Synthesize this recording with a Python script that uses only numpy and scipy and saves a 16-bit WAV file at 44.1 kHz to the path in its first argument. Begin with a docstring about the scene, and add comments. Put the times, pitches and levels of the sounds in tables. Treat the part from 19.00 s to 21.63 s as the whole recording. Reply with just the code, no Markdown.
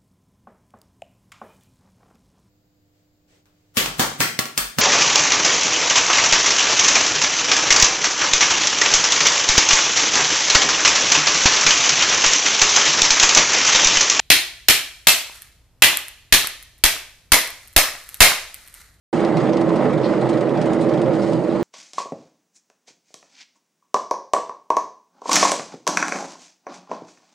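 """Indoors, a round vibrating sieve runs close to a pair of microphone ports; its sound starts abruptly.
Its unbalanced motor shakes the steel drum about 25 times a second, a faint deep sine.
Dense knocks make the drum rumble in its low modes, with a wavering tone and a few heavier blows on top.
Brush and mesh hiss as dense, filtered grit. Short rattles of loose parts and a few longer swells
of pouring grains are bursts of ticks, many of them about a whole number of shaft turns apart."""
import sys
import numpy as np
from scipy import signal
from scipy.fft import rfft, irfft
from scipy.io import wavfile
from scipy.ndimage import uniform_filter1d, minimum_filter1d

SR = 44100
rng = np.random.default_rng(int(sys.argv[2]) if len(sys.argv) > 2 else 0)


def wav_out(sig):
    """Save sig, one row per channel (or a flat mono array), as 16-bit PCM at SR to the path in sys.argv[1]."""
    wavfile.write(sys.argv[1], SR, np.round(np.clip(np.atleast_2d(sig).T, -1, 1) * 32767).astype(np.int16))


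N = 115983

# Rumble of the drum over time. Each row: time in seconds, level in dB.
RUMBLE_LEVEL = [(.13, -18.5), (.5, -18), (.9, -17.5), (1.3, -18), (1.55, -19), (1.7, -17.5), (2.1, -18),
                (2.35, -19), (2.63, -20.5)]
# Broad colour of the drum. Each row: frequency in Hz, gain in dB.
DRUM_COLOUR = [(20, -35.5), (60, -30), (95, -35), (105, -29), (125, -15.5), (250, -13.5), (390, -12),
               (600, -10), (700, -21.5), (1100, -29), (1600, -37.5), (4000, -74)]
# Resonances of the drum. Each row: frequency in Hz, width in Hz, gain in dB.
DRUM_MODES = [(128.4, 17, -7.5), (158.5, 25.6, -5.5), (201.1, 23, -5), (233.7, 17, -7), (251.7, 10.4, -3),
              (311.9, 18, -1), (340, 27.7, 0), (425.4, 21, -6), (492.6, 20, -8), (534.5, 39, -8.5),
              (600, 37, -8), (784, 16, -15.5), (873, 15, -24.5)]
# Sustained tone over time. Each row: time in seconds, level in dB on top of the rumble and TONE_DB.
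TONE_LEVEL = [(.13, 0), (.4, 0), (.6, 5.5), (.8, -3.5), (1.1, -1.5), (1.45, -8), (1.7, 0), (1.95, 3),
              (2.15, 0.5), (2.4, 2), (2.63, -1.5)]
# Heavier blows on the drum. Each row: start in seconds, level in dB before the soft onset, ring in Hz.
THUMPS_ON_DRUM = [(0.345, -11.5, 165.4), (0.67, -14, 174), (0.845, -12, 438), (0.941, -10.5, 156),
                  (1.085, -14.5, 528), (2.048, -10.5, 531), (2.385, -15.5, 171)]
# Brush and mesh hiss over time. Each row: time in seconds, level in dB before HISS_TRIM_DB,
# gain in dB of the treble above FIZZ_HZ.
HISS_LEVEL = [(.13, -32, 5.5), (.25, -28, -2), (.32, -31, -0.5), (.4, -29, 0), (.66, -33, -1),
              (.85, -28.5, -2), (1.0, -34, 0), (1.1, -31, 1), (1.45, -33, -2), (1.7, -32, 0),
              (2.1, -34.5, -0.5), (2.27, -34.5, 6.5), (2.4, -38, 3.5), (2.63, -35.5, 2.5)]
# Broad colour of the hiss. Each row: frequency in Hz, gain in dB.
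MESH_COLOUR = [(410, -15.5), (700, 4.5), (782, 2), (863, -2), (1530, -16.5), (1930, -17.5), (2570, -24),
               (4710, -32), (6070, -39), (8540, -40.5), (9750, -46.5)]
# Resonances of the mesh. Each row: frequency in Hz, width in Hz, lift in dB.
MESH_RINGS = [(1278, 58, 3), (1960, 270, 3), (4800, 24, 8.5), (6570, 160, 4.5)]
# Short rattles of loose parts and a few longer swells of pouring grains. Each row: start in seconds,
# level in dB before BURST_TRIM_DB, ring in Hz, ring gain in dB, treble in dB before TREBLE_LIFT_DB,
# time in seconds to fall by 60 dB.
RATTLES_AND_POURS = [(0.1273, -38, 3300, 3, -10, 0.025), (0.1987, -40, 3960, -2, -16, 0.068),
                     (0.248, -29, 3380, -9, -27, 0.033), (0.3668, -30, 3960, -3, -23.5, 0.065),
                     (0.492, -32.5, 3800, 5, -22, 0.02), (0.5298, -32.5, 5840, 14, -30, 0.033),
                     (0.5689, -30.5, 3660, -1, -23, 0.029), (0.6095, -34, 4570, 3, -18, 0.045),
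                     (0.691, -38, 4000, 6, -17, 0.046), (0.7564, -34, 4190, -8, -22, 0.066),
                     (0.933, -39.5, 3570, 11, -15, 0.066), (0.9795, -35, 3540, 14, -18, 0.023),
                     (1.032, -35, 4330, 7, -36, 0.18), (1.209, -37, 4040, 14, -13, 0.05),
                     (1.2891, -32, 3200, -4, -16, 0.065), (1.3275, -38, 4000, 8, -20, 0.1),
                     (1.3715, -36.5, 3800, 4, -22, 0.032), (1.4074, -33.5, 3870, -4, -21, 0.041),
                     (1.4914, -36, 3310, 0, -20, 0.022), (1.5723, -35, 3630, -12, -27, 0.033),
                     (1.613, -30, 3220, -18, -22.5, 0.061), (1.6569, -34.5, 3260, 8, -12, 0.034),
                     (1.7312, -31, 3700, -3, -13, 0.05), (1.808, -35, 4000, 9, -13, 0.13),
                     (1.889, -34.5, 4280, -1, -22, 0.052), (1.9343, -35, 3340, -1, -25, 0.049),
                     (1.9732, -37, 3250, 8, -22, 0.041), (2.0144, -31.5, 3250, -4, -17, 0.037),
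                     (2.0584, -36.5, 3200, 9, -26, 0.028), (2.1337, -37.5, 3170, -4, -21.5, 0.14),
                     (2.2153, -36, 5300, 2, -20, 0.1), (2.297, -40, 4600, 0, -14, 0.025),
                     (2.3313, -32.5, 4770, -2, -20, 0.026), (2.4963, -41.5, 3920, 11, -28, 0.17)]
# Colour of every rattle and pour below its treble. Each row: frequency in Hz, gain in dB.
BURST_COLOUR = [(600, -17), (1500, -2.5), (2200, 3.5), (4000, -0.5), (5500, -2.5)]
# Likeness of the two ports for a rattle or pour. Each row: frequency in Hz, share from 0 to 1.
BURST_LIKENESS = [(2500, .9), (5000, .7), (7500, .9)]
# Likeness of the two ports for the rumble, hiss, tone and blows. Each row: frequency in Hz, share from 0 to 1.
PORT_LIKENESS = [(20, .3), (64, .55), (105, .96), (150, .99), (600, .96), (1000, .93), (1400, .95),
                 (2300, .8), (4500, .62), (6200, .68), (7000, .985)]
# Balance of the ports. 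Each row: frequency in Hz, left gain over right in dB.
PORT_BALANCE = [(20, 1.4), (64, -.5), (107, -2.8), (230, -5.5), (550, -6.3), (860, -4), (1600, -1.5),
                (3000, 0), (9300, 0)]
# Phase lead of the left port. Each row: frequency in Hz, lead in radians.
PORT_LEAD = [(20, -1), (107, -1), (236, -.5), (410, -.17), (600, .08), (1030, .24), (1550, .03), (4130, .3)]

START_S, FADE_IN_S = .1283, .0024
SHAFT_HZ, SHAKE_DB = 24.63, -58.5
KNOCKS_PER_S, KNOCK_SPREAD_DB = 4000, 1.5
TONE_HZ, TONE_WANDER_HZ, TONE_DB = 329.3, 9.86, -9  # wander is RMS
TONE_THROB, TONE_PEAK_TURN = 0.15, 0.79  # depth, place of the peak in each turn (0 to 1)
THUMP_RISE_S, THUMP_T60_S = .01, 0.24
GRIT_PER_S, GRIT_SPREAD_DB = 12000, 1.5
HISS_THROB, HISS_PEAK_TURN = 0.12, 0.19
HISS_PATCH_DB, HISS_TRIM_DB = 2, 2.5
FIZZ_HZ, MESH_LOW_CUT_HZ = 3500, 755.0
TICKS_PER_S, TICK_SPREAD_DB, BURST_TRIM_DB = 7000, 0.81, -5
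BURST_RISE_S, RING_WIDTH_HZ = .002, 330
BURST_CUTOFF = 1.27  # exponent over 1: the burst holds, then falls ever faster
TREBLE_HZ, TREBLE_LIFT_DB = 6900, 12
LIMIT_DB, LIMIT_SHARE, RECOVER_DB_PER_S = -6, 0.75, 148
EDGE_HZ = 9660


def amp(db):
    """Turns dB into a gain."""
    return 10 ** (np.asarray(db) / 20)


def evened(x):
    """Brings a signal to an RMS of one."""
    return x / np.sqrt(np.mean(x ** 2) + 1e-20)


def read(points, hz):
    """Reads a colour curve along a logarithmic frequency scale."""
    f, value = np.transpose(points)
    return np.interp(np.log(hz + 1), np.log(f + 1), value)


def level(curve, column=1):
    """Draws a dB column over time as a gain."""
    rows = np.transpose(curve)
    return amp(np.interp(np.arange(N) / SR, rows[0], rows[column]))


def knocks(shape, per_s, spread_db):
    """Scattered single-sample clicks of random sign and uneven size."""
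    size = amp(spread_db * np.minimum(rng.exponential(1, shape), 4))
    struck = rng.random(shape) < per_s / SR
    return size * rng.standard_normal(shape) * struck


def throb(depth, peak_turn):
    """Strength swelling once in each turn of the shaft."""
    turns = SHAFT_HZ * np.arange(N) / SR
    return 1 + depth * np.cos(2 * np.pi * (turns - peak_turn))


def ports(pair, gain):
    """Colours two drives, spreads them over the ports and sets the RMS of their mean to one."""
    hz = np.fft.rfftfreq(N, 1 / SR)
    a, b = rfft(pair, axis=1)
    same = read(PORT_LIKENESS, hz)
    side = amp(read(PORT_BALANCE, hz) / 2)
    left = a * side * np.exp(1j * read(PORT_LEAD, hz))
    right = (same * a + np.sqrt(1 - same ** 2) * b) / side
    out = irfft(np.array([left, right]) * gain, N, axis=1)
    return out / np.sqrt(np.mean(out.mean(0) ** 2))


def shake():
    """The unbalanced motor shakes the body: a sine at shaft speed, stronger on the left."""
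    t = np.arange(N) / SR
    sine = np.sqrt(2) * np.sin(2 * np.pi * SHAFT_HZ * t)
    return amp(SHAKE_DB) * sine * amp([[3.], [-3.]])


def mesh():
    """Bristles on the mesh: dense grit that throbs with the shaft and drifts in patches."""
    hz = np.fft.rfftfreq(N, 1 / SR)
    grit = knocks((2, N), GRIT_PER_S, GRIT_SPREAD_DB) * throb(HISS_THROB, HISS_PEAK_TURN)

    # Smooth random gains over time and frequency, shared by both drives
    z = signal.stft(grit, nperseg=512, noverlap=384)[2]
    patches = rng.standard_normal(z.shape[:0:-1])
    patches = uniform_filter1d(patches, size=8, axis=0)
    patches = uniform_filter1d(patches, size=3, axis=1)
    patchy = z * amp(HISS_PATCH_DB * evened(patches.T))
    grit = signal.istft(patchy, nperseg=512, noverlap=384)[1][:, :N]

    fizz = irfft(rfft(grit, axis=1) / (1 + (FIZZ_HZ / (hz + 1)) ** 6), N, axis=1)
    grit = grit + fizz * (level(HISS_LEVEL, column=2) - 1)
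    lift_db = sum(db / (1 + (2 * (hz - f) / width) ** 2) for f, width, db in MESH_RINGS)
    low_cut = 1 / (1 + (MESH_LOW_CUT_HZ / (hz + 1)) ** 4)
    hiss = ports(grit, amp(read(MESH_COLOUR, hz) + lift_db) * low_cut)
    return amp(HISS_TRIM_DB) * level(HISS_LEVEL) * hiss


def rattles_and_pours():
    """Loose parts and pouring grains: bursts of ticks, each with its own ring, brightness and length."""
    length = 4096
    out, t = np.zeros((2, N + length)), np.arange(length) / SR
    hz = np.fft.rfftfreq(length, 1 / SR)
    same = read(BURST_LIKENESS, hz)
    for start, db, ring_hz, ring_db, treble_db, t60 in RATTLES_AND_POURS:
        fall = amp(-60 * (t / t60) ** BURST_CUTOFF)
        shape = (1 - np.exp(-t / BURST_RISE_S)) * fall
        ticks = knocks((2, length), TICKS_PER_S, TICK_SPREAD_DB) * shape
        colour = amp(read(BURST_COLOUR + [(TREBLE_HZ, treble_db + TREBLE_LIFT_DB)], hz))
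        ring = amp(ring_db) / (1 + 2j * (hz - ring_hz) / RING_WIDTH_HZ)
        a, b = rfft(ticks, axis=1)
        both = np.array([a, same * a + np.sqrt(1 - same ** 2) * b])
        pair = irfft(both * colour * (1 + ring), length, axis=1)
        pair = pair / np.sqrt(np.mean(pair[:, :300] ** 2))  # levelled by its onset
        at = round(start * SR)
        out[:, at:at + length] += amp(db + BURST_TRIM_DB) * pair
    return out[:, :N]


def thumps():
    """A soft blow swells one ring of the drum, which then dies away."""
    x, t = np.zeros(N + 8192), np.arange(8192) / SR
    for start, db, hz in THUMPS_ON_DRUM:
        swell = amp(db - 60 * t / THUMP_T60_S) * (1 - np.exp(-t / THUMP_RISE_S))
        x[round(start * SR):][:8192] += swell * np.sin(2 * np.pi * hz * t)
    return ports(x[:N] * [[1], [0]], 1) * np.std(x[:N])


def tone():
    """The motor holds a strong mode singing: a throbbing cosine whose pitch wanders quickly."""
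    wander = uniform_filter1d(rng.standard_normal(N), size=900)
    wander = evened(uniform_filter1d(wander, size=900))
    phase = 2 * np.pi * np.cumsum(TONE_HZ + TONE_WANDER_HZ * wander) / SR
    hum = np.cos(phase) * throb(TONE_THROB, TONE_PEAK_TURN)
    return amp(TONE_DB) * level(RUMBLE_LEVEL) * level(TONE_LEVEL) * ports(hum * [[1], [0]], 1)


def drum():
    """Dense knocks on the steel excite its broad colour and its low resonances."""
    hz = np.fft.rfftfreq(N, 1 / SR)
    power = amp(2 * read(DRUM_COLOUR, hz))
    for f, width, db in DRUM_MODES:
        power = power + amp(2 * db) / (1 + (2 * (hz - f) / width) ** 2) ** 2
    drive = knocks((2, N), KNOCKS_PER_S, KNOCK_SPREAD_DB)
    return level(RUMBLE_LEVEL) * ports(drive, np.sqrt(power))


def scene():
    """Sums the layers of the sieve and opens them abruptly."""
    opening = np.clip((np.arange(N) / SR - START_S) / FADE_IN_S, 0, 1)
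    return (shake() + mesh() + rattles_and_pours() + thumps() + tone() + drum()) * opening


def record(dry):
    """A limiter takes back part of each peak's excess and recovers steadily; then a low-pass."""
    nearby_peak = -minimum_filter1d(-abs(dry).max(0), size=401)  # looks both ways in time
    peak_db = 20 * np.log10(nearby_peak + 1e-6)
    fall = np.arange(N) * RECOVER_DB_PER_S / SR
    held_peak_db = np.maximum.accumulate(peak_db + fall) - fall
    over_db = np.maximum(held_peak_db - LIMIT_DB, 0)
    held = dry / amp(LIMIT_SHARE * uniform_filter1d(over_db, size=300))
    low_pass = signal.firwin(1023, EDGE_HZ, window=("kaiser", 10), fs=SR)
    return signal.oaconvolve(held, low_pass[None], "same")


dry = scene()
out = record(dry)
wav_out(out)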